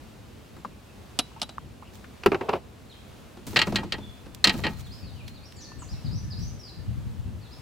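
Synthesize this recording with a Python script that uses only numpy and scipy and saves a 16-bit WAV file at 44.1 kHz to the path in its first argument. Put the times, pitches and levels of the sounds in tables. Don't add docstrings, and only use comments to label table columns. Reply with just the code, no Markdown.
import sys
import numpy as np
from scipy import signal
from scipy.fft import rfft, irfft, next_fast_len
from scipy.io import wavfile
from scipy.ndimage import uniform_filter1d, map_coordinates

SR = 44100
rng = np.random.default_rng(int(sys.argv[2]) if len(sys.argv) > 2 else 0)


def generate_wav(sig):
    pcm = np.round(np.clip(np.atleast_2d(sig).T, -1, 1) * 32767).astype(np.int16)
    wavfile.write(sys.argv[1], SR, pcm)


N = 335711


def amp(db):
    return 10 ** (np.asarray(db) / 20)


def unit(x):
    return x / np.sqrt(np.mean(x ** 2) + 1e-20)


def along(points, hz):
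    f, v = np.transpose(points)
    return np.interp(np.log(hz + 1), np.log(f + 1), v)


def level(rows):
    return amp(np.interp(np.arange(N) / SR, *np.transpose(rows), left=-120, right=-120))


def wobble(knots_per_s, size=N):
    knots = rng.standard_normal(int(size * knots_per_s / SR) + 4)
    return map_coordinates(knots, [np.arange(size) * knots_per_s / SR])


def filtered(x, response):
    n = x.shape[-1]
    m = next_fast_len(n + 8192)
    return irfft(rfft(x, m) * response(np.fft.rfftfreq(m, 1 / SR)), m)[..., :n]


def noise(colour, size=N):
    white = rng.standard_normal((2, size))
    return unit(filtered(white, lambda hz: amp(along(colour, hz))))


def stereo(pair, side_db):
    mid, side = pair[0], amp(side_db) * pair[1]
    return np.array([mid + side, mid - side])


def add(track, start_s, sound):
    part = track[:, round(start_s * SR):][:, :sound.shape[1]]
    part += sound[:, :part.shape[1]]


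def swells(rows, attack_s, sag_db_per_s, release_s):
    gain = np.zeros(N)
    for start_s, length_s, db in rows:
        t = np.maximum(np.arange(N) / SR - start_s, 0)
        release_db = 60 * np.maximum(t - length_s, 0) / release_s
        gain += np.minimum(t / attack_s, 1) * amp(db - sag_db_per_s * t - release_db)
    return gain


def dying(x, decay, stretch=1):
    t = np.arange(x.shape[1]) / SR
    hz, spectrum = np.fft.rfftfreq(len(t), 1 / SR), rfft(x)
    centres = np.geomspace(100, 14000, 7)
    out = np.zeros_like(x)
    for centre, weights in zip(centres, np.eye(len(centres))):
        band = irfft(spectrum * along(np.c_[centres, weights], hz), len(t))
        onset = 1 - np.exp(-2 * t * min(centre, SR / 20))
        out += band * amp(-60 * t / (stretch * along(decay, centre))) * onset
    return out


# f/Hz, level/dB
RIVER_COLOUR = [(13, -39), (22, -21.5), (59, 1), (128, -2.5), (174, -8), (211, -4), (229, -4.5), (278, -9),
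                (524, -13.5), (1040, -19), (1860, -24), (4030, -27), (5460, -31), (7190, -33), (16000, -40)]
# f/Hz, likeness (1 = identical)
RIVER_LIKENESS = [(60, 0.41), (180, 0.8), (550, 0.26), (1650, 0.47), (4970, 0.56), (15000, 0.5)]


def river(gain_db, lap_db, hiss_db):
    pair = noise(RIVER_COLOUR)
    low = filtered(pair, lambda hz: 1 / (1 + (hz / 450) ** 4))
    hiss = (pair - low) * amp(hiss_db * wobble(5))
    pair = hiss + low * amp(lap_db * wobble(14))

    def mid_side(hz):
        angle = np.arccos(np.clip(along(RIVER_LIKENESS, hz), -1, 1)) / 2
        return np.array([np.cos(angle), np.sin(angle)])

    return amp(gain_db) * stereo(filtered(pair, mid_side), 0)


# t/s, length/s, level/dB
GUST_ROWS = [(3.46, 0.66, -46.5), (4.55, 0.81, -42), (5.75, 0.033, -41), (5.91, 0.035, -35),
             (6.04, 0.49, -33.5), (6.77, 0.09, -43.5), (6.87, 0.48, -36.5), (7.57, .05, -48)]
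# f/Hz, level/dB
BUFFET_COLOUR = [(13, -37), (22, -24), (76, 0), (119, -1), (255, -18.5), (331, -29), (468, -61), (508, -55),
                 (600, -50), (780, -73), (1320, -120)]
GUST_ATTACK_S, GUST_SAG_DB_PER_S, GUST_RELEASE_T60_S, LULL_DB = 0.01, 11.5, 0.34, -56


def wind(gain_db, lump_db, left_db, side_db):
    eddies = unit(noise(BUFFET_COLOUR) * amp(lump_db * wobble(30)))
    lull = amp(LULL_DB) * (np.arange(N) / SR > GUST_ROWS[0][0])
    strength = lull + swells(GUST_ROWS, GUST_ATTACK_S, GUST_SAG_DB_PER_S, GUST_RELEASE_T60_S)
    balance_db = np.array([[left_db], [-left_db]])
    return stereo(eddies, side_db) * strength * amp(gain_db + balance_db)


def chorus(gain_db, patchy_db):
    # f/Hz, level/dB
    colour = [(1500, -27.5), (2600, 6.5), (4200, -15.0), (5500, -14), (7300, -7), (9000, -24)]
    _, _, z = signal.stft(noise(colour), SR, nperseg=512)
    field = uniform_filter1d(rng.standard_normal(z.shape[1:]), size=5, axis=0)
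    field = uniform_filter1d(field, size=14, axis=1)
    twitter = signal.istft(z * amp(patchy_db * unit(field)), nperseg=512)[1][:, :N]
    return amp(gain_db) * stereo(unit(twitter), -12.5)


QUAVER_AT_5KHZ = 0.0194


def notes(rows, depth, bend, flutter_db, rising=False):
    track = np.zeros((2, N))
    for start_s, length_s, top_hz, db in rows:
        u = np.linspace(0, 1, int(length_s * SR))
        below_top = 1 - u if rising else u
        quaver = QUAVER_AT_5KHZ * top_hz / 5000 * wobble(450, len(u))
        pitch_hz = top_hz * (1 - depth * below_top ** bend) * (1 + quaver)
        swell = signal.windows.tukey(len(u), .25) * amp(db + flutter_db * wobble(140, len(u)))
        tone = swell * np.sin(2 * np.pi * np.cumsum(pitch_hz) / SR)
        add(track, start_s, np.tile(tone, (2, 1)))
    return track


# t/s, length/s, top f/Hz, level/dB
RISING_SLURS = [(.73, .03, 2500, -64), (4.905, 0.052, 5270, -48.5), (5.43, 0.048, 5500, -51),
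                (5.598, .045, 6150, -51), (5.88, 0.059, 5550, -48.5), (6.105, .125, 6040, -48.5),
                (6.36, .14, 6180, -47.5), (7.505, 0.046, 5250, -50)]
# t/s, length/s, top f/Hz, level/dB
FALLING_SLURS = [(2.894, 0.042, 4260, -50), (4.832, 0.051, 4430, -53), (5.02, 0.097, 4780, -54),
                 (5.15, 0.078, 3095, -54.5), (5.34, .05, 4700, -52), (5.555, 0.1, 7470, -55),
                 (5.56, 0.079, 4750, -53), (5.625, 0.036, 5500, -47.5), (5.786, 0.062, 8000, -51),
                 (5.908, 0.038, 5130, -51), (6.044, 0.035, 5170, -46), (6.301, 0.037, 5180, -46),
                 (6.585, .125, 5500, -46), (7.407, 0.076, 4580, -57), (7.516, 0.039, 4270, -59)]
# t/s, length/s, top f/Hz, level/dB
WHISTLE_NOTES = [(4.0, 0.123, 3500, -53.5), (4.745, .04, 4240, -56), (5.26, 0.041, 4270, -53),
                 (5.57, 0.2, 1810, -62), (5.645, 0.057, 4500, -54), (6.22, .12, 1770, -63),
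                 (6.72, .17, 1796, -66)]
RISE_DEPTH, RISE_BEND = 0.28, 3
FALL_DEPTH, FALL_BEND = .3, 1.5
WHISTLE_SAG = .025


def birds(gain_db, flutter_db):
    slurs = notes(RISING_SLURS, RISE_DEPTH, RISE_BEND, flutter_db, rising=True)
    slurs += notes(FALLING_SLURS, FALL_DEPTH, FALL_BEND, flutter_db)
    return amp(gain_db) * (slurs + notes(WHISTLE_NOTES, WHISTLE_SAG, 1, flutter_db))


# f/Hz, t60/s
BANK_T60 = [(500, 0.65), (4000, 0.84), (9000, 0.3)]


def bank(x, stretch):
    tail = stereo(dying(rng.standard_normal((2, SR)), BANK_T60, stretch), -1.52)
    return signal.fftconvolve(x, tail / np.linalg.norm(tail[0]), axes=1)[:, :N]


# t/s, length/s, level/dB
MESH_PULLS = [(1.93, 0.043, -57.5), (3.46, .28, -52), (4.52, 0.069, -49), (4.68, 0.32, -59.5),
              (5.1, .22, -67), (6.38, 0.046, -57)]
# f/Hz, level/dB
MESH_SPECTRUM = [(500, 3), (2000, 0.5), (7000, -1), (10000, -6.5), (15000, -4.5)]
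PULL_ATTACK_S, PULL_SAG_DB_PER_S, PULL_RELEASE_T60_S = 0.01, 12, 0.3


def mesh(gain_db, clump_db, grain_db):
    grains = unit(noise(MESH_SPECTRUM) * amp(clump_db * wobble(45) + grain_db * wobble(830)))
    pulls = swells(MESH_PULLS, PULL_ATTACK_S, PULL_SAG_DB_PER_S, PULL_RELEASE_T60_S)
    return amp(gain_db) * pulls * stereo(grains, -4.5)


# t/s, level/dB, centre f/Hz, t60/s
TAPS_AND_CRACK = [(0.566, -46, 1324, .038), (.648, -28.5, 1040, 0.044), (1.316, -40, 970, 0.023),
                  (1.363, -44, 960, 0.11), (1.398, -48, 3470, .03), (1.582, -24, 1050, 0.013),
                  (1.824, -41, 1000, 0.057), (2.042, -41, 1660, 0.053), (2.261, -26, 11000, 0.02),
                  (3.467, -40, 5000, 0.12), (3.831, -31, 895, 0.027), (4.347, -36, 4190, 0.02),
                  (5.279, -39.5, 2920, .046), (5.523, -37, 2650, 0.013), (5.718, -39, 1140, 0.021),
                  (5.821, -38, 1010, 0.048)]
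TAP_OCTAVES_AT_1KHZ, TAP_WIDENING_POWER = 0.37, 1


def taps(gain_db, side_db):
    track, t = np.zeros((2, N)), np.arange(SR // 6) / SR
    for start_s, db, centre_hz, t60_s in TAPS_AND_CRACK:
        octaves = TAP_OCTAVES_AT_1KHZ * (centre_hz / 1000) ** TAP_WIDENING_POWER

        def hump(hz):
            return 1 / (1 + (np.log2((hz + 1) / centre_hz) / octaves) ** 2) ** 1.45

        tap = unit(filtered(rng.standard_normal((2, len(t))), hump))
        tap *= amp(-60 * t / t60_s) * (1 - np.exp(-t / 0.00029))
        add(track, start_s, amp(db + gain_db) * stereo(tap, side_db))
    return track


# t/s, level/dB
SCRAPE_LEVEL = [(2.32, -34.5), (2.39, -52), (2.43, -38.5), (2.47, -43.5), (2.52, -36), (2.565, -33),
                (2.60, -56)]
# f/Hz, level/dB
SCRAPE_SPECTRUM = [(100, -22), (250, -5), (420, 2.5), (650, 1), (1050, -7.5), (1700, -21.5), (2800, -19),
                   (8000, -42)]


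def scrape(gain_db, slip_db):
    slips = unit(noise(SCRAPE_SPECTRUM) * amp(slip_db * wobble(220)))
    return amp(gain_db) * level(SCRAPE_LEVEL) * stereo(slips, -10)


# f/Hz, t60/s
HULL_T60 = [(100, 0.22), (400, 0.1), (1000, 0.067), (3000, 0.068), (7000, 0.041), (15000, 0.049)]


def struck(hits, modes, colour, stretch, ring_db, heft, chatter_db, spread_hz, side_db, gain_db):
    track, t = np.zeros((2, N)), np.arange(SR // 3) / SR
    mode_hz, mode_db, t60_s = np.transpose(modes)[:, :, None]
    heaviest_db = max(hit[1] for hit in hits)
    for start_s, db, bright_db in hits:
        tilted = [(hz, d + bright_db * np.log2(hz)) for hz, d in colour]
        clatter = dying(noise(tilted, len(t)), HULL_T60, stretch)
        clatter = clatter * amp(chatter_db * wobble(531, len(t)))
        scatter_db = 2 * rng.standard_normal(mode_hz.shape)
        strength = amp(mode_db + bright_db * np.log2(mode_hz) + scatter_db)
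        phase = rng.uniform(0, 2 * np.pi, (2, len(modes), 1))
        walk = np.cumsum(rng.standard_normal((len(modes), len(t))), axis=1)
        phase = phase + walk * np.sqrt(2 * np.pi * abs(spread_hz) / SR)
        partials = strength * amp(-60 * t / t60_s) * np.sin(2 * np.pi * mode_hz * t + phase)
        ring = np.sum(partials, axis=1)
        ring *= np.sqrt(2) / np.linalg.norm(strength) * (1 - np.exp(-t * mode_hz.min()))
        ring *= amp(ring_db + heft * (db - heaviest_db))
        add(track, start_s, amp(db + gain_db) * stereo(clatter + ring, side_db))
    return track


# t/s, level/dB
THUMP_HITS = [(.565, -38), (.648, -33.5), (2.263, -19.5), (3.37, -33.5), (3.47, -28), (3.53, -28),
              (3.67, -17), (3.723, -20.5), (3.747, -24.5), (3.795, -25.5), (3.834, -24.5), (3.983, -28.5),
              (4.26, -35), (4.468, -16), (4.54, -19.5), (4.589, -26), (4.69, -28)]
# f/Hz, level/dB, t60/s
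THUMP_MODES = [(126, 2, 0.086), (198.8, -2, 0.312), (225.3, -9.5, 0.22), (343, -6.5, 0.24)]
# f/Hz, level/dB
THUMP_COLOUR = [(50, -4), (110, 0), (250, 4.5), (450, -4.5), (900, -8.5), (2000, -22), (6000, -29),
                (16000, -50)]
THUMP_BRIGHT_DB_PER_OCTAVE = 1


def thumps():
    hits = [(start_s, db, THUMP_BRIGHT_DB_PER_OCTAVE) for start_s, db in THUMP_HITS]
    return struck(hits, THUMP_MODES, THUMP_COLOUR, stretch=1.31, ring_db=0.5, heft=0,
                  chatter_db=2, spread_hz=10.2, side_db=-15, gain_db=-6.5)


# t/s, level/dB, brightness/(dB/octave), gap to second contact/s, its rel. level/dB
HOOP_CLACKS = [(3.56, -7.5, -1.5, .007, 1.5), (3.59, -8, 0.5, 0.026, 0), (3.758, -9.5, 2.5, 0.026, -12.5),
               (3.922, -14.5, 1, 0.018, -9), (4.442, -1.5, 5, .007, -11), (4.472, -7, 2.5, .022, -2.5),
               (4.637, -18.5, -3, 0.0061, 0), (4.652, -18, -5, .014, 2.5)]
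# f/Hz, level/dB, t60/s
HOOP_MODES = [(868, -6.5, 0.26), (1270, -5, 0.19), (1630, -10.5, 0.21), (1892, 8, 0.09), (2426, -3.5, .13),
              (2750, 2, 0.087), (3174, 6, 0.076), (3620, -18, 0.035), (4146, 9, 0.036), (3990, 6.5, 0.015),
              (4300, 9.5, 0.039), (5550, -5, 0.028), (7650, -8, 0.051)]
# f/Hz, level/dB
HOOP_COLOUR = [(53, -27), (90, -12), (210, -11), (753, -8.5), (1240, -7.5), (1410, -9.5), (1910, -3),
               (2180, -5.5), (2830, -2), (3430, -9), (4260, -1), (5650, -17), (7820, -23.5), (9720, -34),
               (16000, -42.5)]
DULLING_PER_DB = 0.63


def net_frame():
    hits = []
    for start_s, db, bright_db, gap_s, second_db in HOOP_CLACKS:
        hits.append((start_s, db, bright_db))
        hits.append((start_s + gap_s, db + second_db, bright_db + DULLING_PER_DB * second_db))
    return struck(hits, HOOP_MODES, HOOP_COLOUR, stretch=1.05, ring_db=-1.5, heft=0,
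                  chatter_db=0.0, spread_hz=28.6, side_db=-11.5, gain_db=-7.0)


# t/s, level/dB, brightness/(dB/octave)
ROD_HITS = [(2.235, -23.5, 5), (2.2605, -3.5, 1), (2.318, -9.5, -0.5), (2.330, -14, -2.5),
            (2.345, -11.5, 0.5), (2.410, -13.5, -1.5), (2.487, -15, -1.5), (2.4915, -9.5, 1),
            (2.531, -15.5, -1), (2.535, -12, -0.5), (2.553, -20, -3)]
# f/Hz, level/dB, t60/s
ROD_MODES = [(390, 9, 0.052), (470, -19, 0.099), (680, -33, 0.063), (826, -10, .04), (914, -5, 0.032),
             (1348, -6, 0.036), (2730, -33, 0.014), (5140, -42, .11)]
# f/Hz, level/dB
ROD_COLOUR = [(50, -39), (90, -17.5), (260, -15), (385, -5.5), (640, -12), (880, -7), (1310, -11.5),
              (1690, -19), (2350, -19), (2750, -15.5), (3200, -29.5), (4400, -31), (6500, -44),
              (16000, -73.5)]


def rod_butt():
    return struck(ROD_HITS, ROD_MODES, ROD_COLOUR, stretch=0.78, ring_db=9.5, heft=0.98,
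                  chatter_db=0.5, spread_hz=5.8, side_db=-12.5, gain_db=-8.0)


# t/s, level/dB, brightness/(dB/octave)
STEEL_HITS = [(1.1892, -1, 1.5), (1.4162, -9.5, 1), (1.4287, -16.5, 1.5), (1.4922, -23, -1.5)]
# f/Hz, level/dB, t60/s
STEEL_MODES = [(3920, 0, 0.16), (6300, -15, 0.074), (10200, -13, .085), (11120, -10, 0.075)]
# f/Hz, level/dB
STEEL_COLOUR = [(90, -27), (250, 2.5), (400, -13), (760, 2), (1000, -9.5), (1330, -3.5), (1600, -11.5),
                (2150, -16), (2850, -4), (3800, -2.5), (5790, -7.5), (6640, -17), (7920, -11.5),
                (16000, -39.5)]


def steel_tool():
    return struck(STEEL_HITS, STEEL_MODES, STEEL_COLOUR, stretch=0.73, ring_db=-20.5, heft=-0.11,
                  chatter_db=1.5, spread_hz=6.8, side_db=-10.0, gain_db=-11.5)


def scene():
    air = river(gain_db=-47.5, lap_db=1.85, hiss_db=1.0)
    air += wind(gain_db=0.4, lump_db=2.5, left_db=2.4, side_db=0.5)
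    air += chorus(gain_db=-69.5, patchy_db=5.0)
    song = birds(gain_db=-2.5, flutter_db=3.0)
    rustle = mesh(gain_db=2.5, clump_db=4, grain_db=4.0)
    deck = taps(gain_db=0.5, side_db=-7.5) + scrape(gain_db=0.5, slip_db=0.5)
    deck += thumps() + net_frame() + rod_butt() + steel_tool()
    echoes = amp(-29) * bank(deck, stretch=1.6) + amp(1.5) * bank(song, stretch=1.0)
    return air + song + rustle + deck + echoes


CEILING, TOP_HZ = .95, 15900


def record(dry):
    rounded = dry / (1 + np.abs(dry / CEILING) ** 6) ** (1 / 6)
    return filtered(rounded, lambda hz: hz < TOP_HZ)


dry = scene()
out = record(dry)
generate_wav(out)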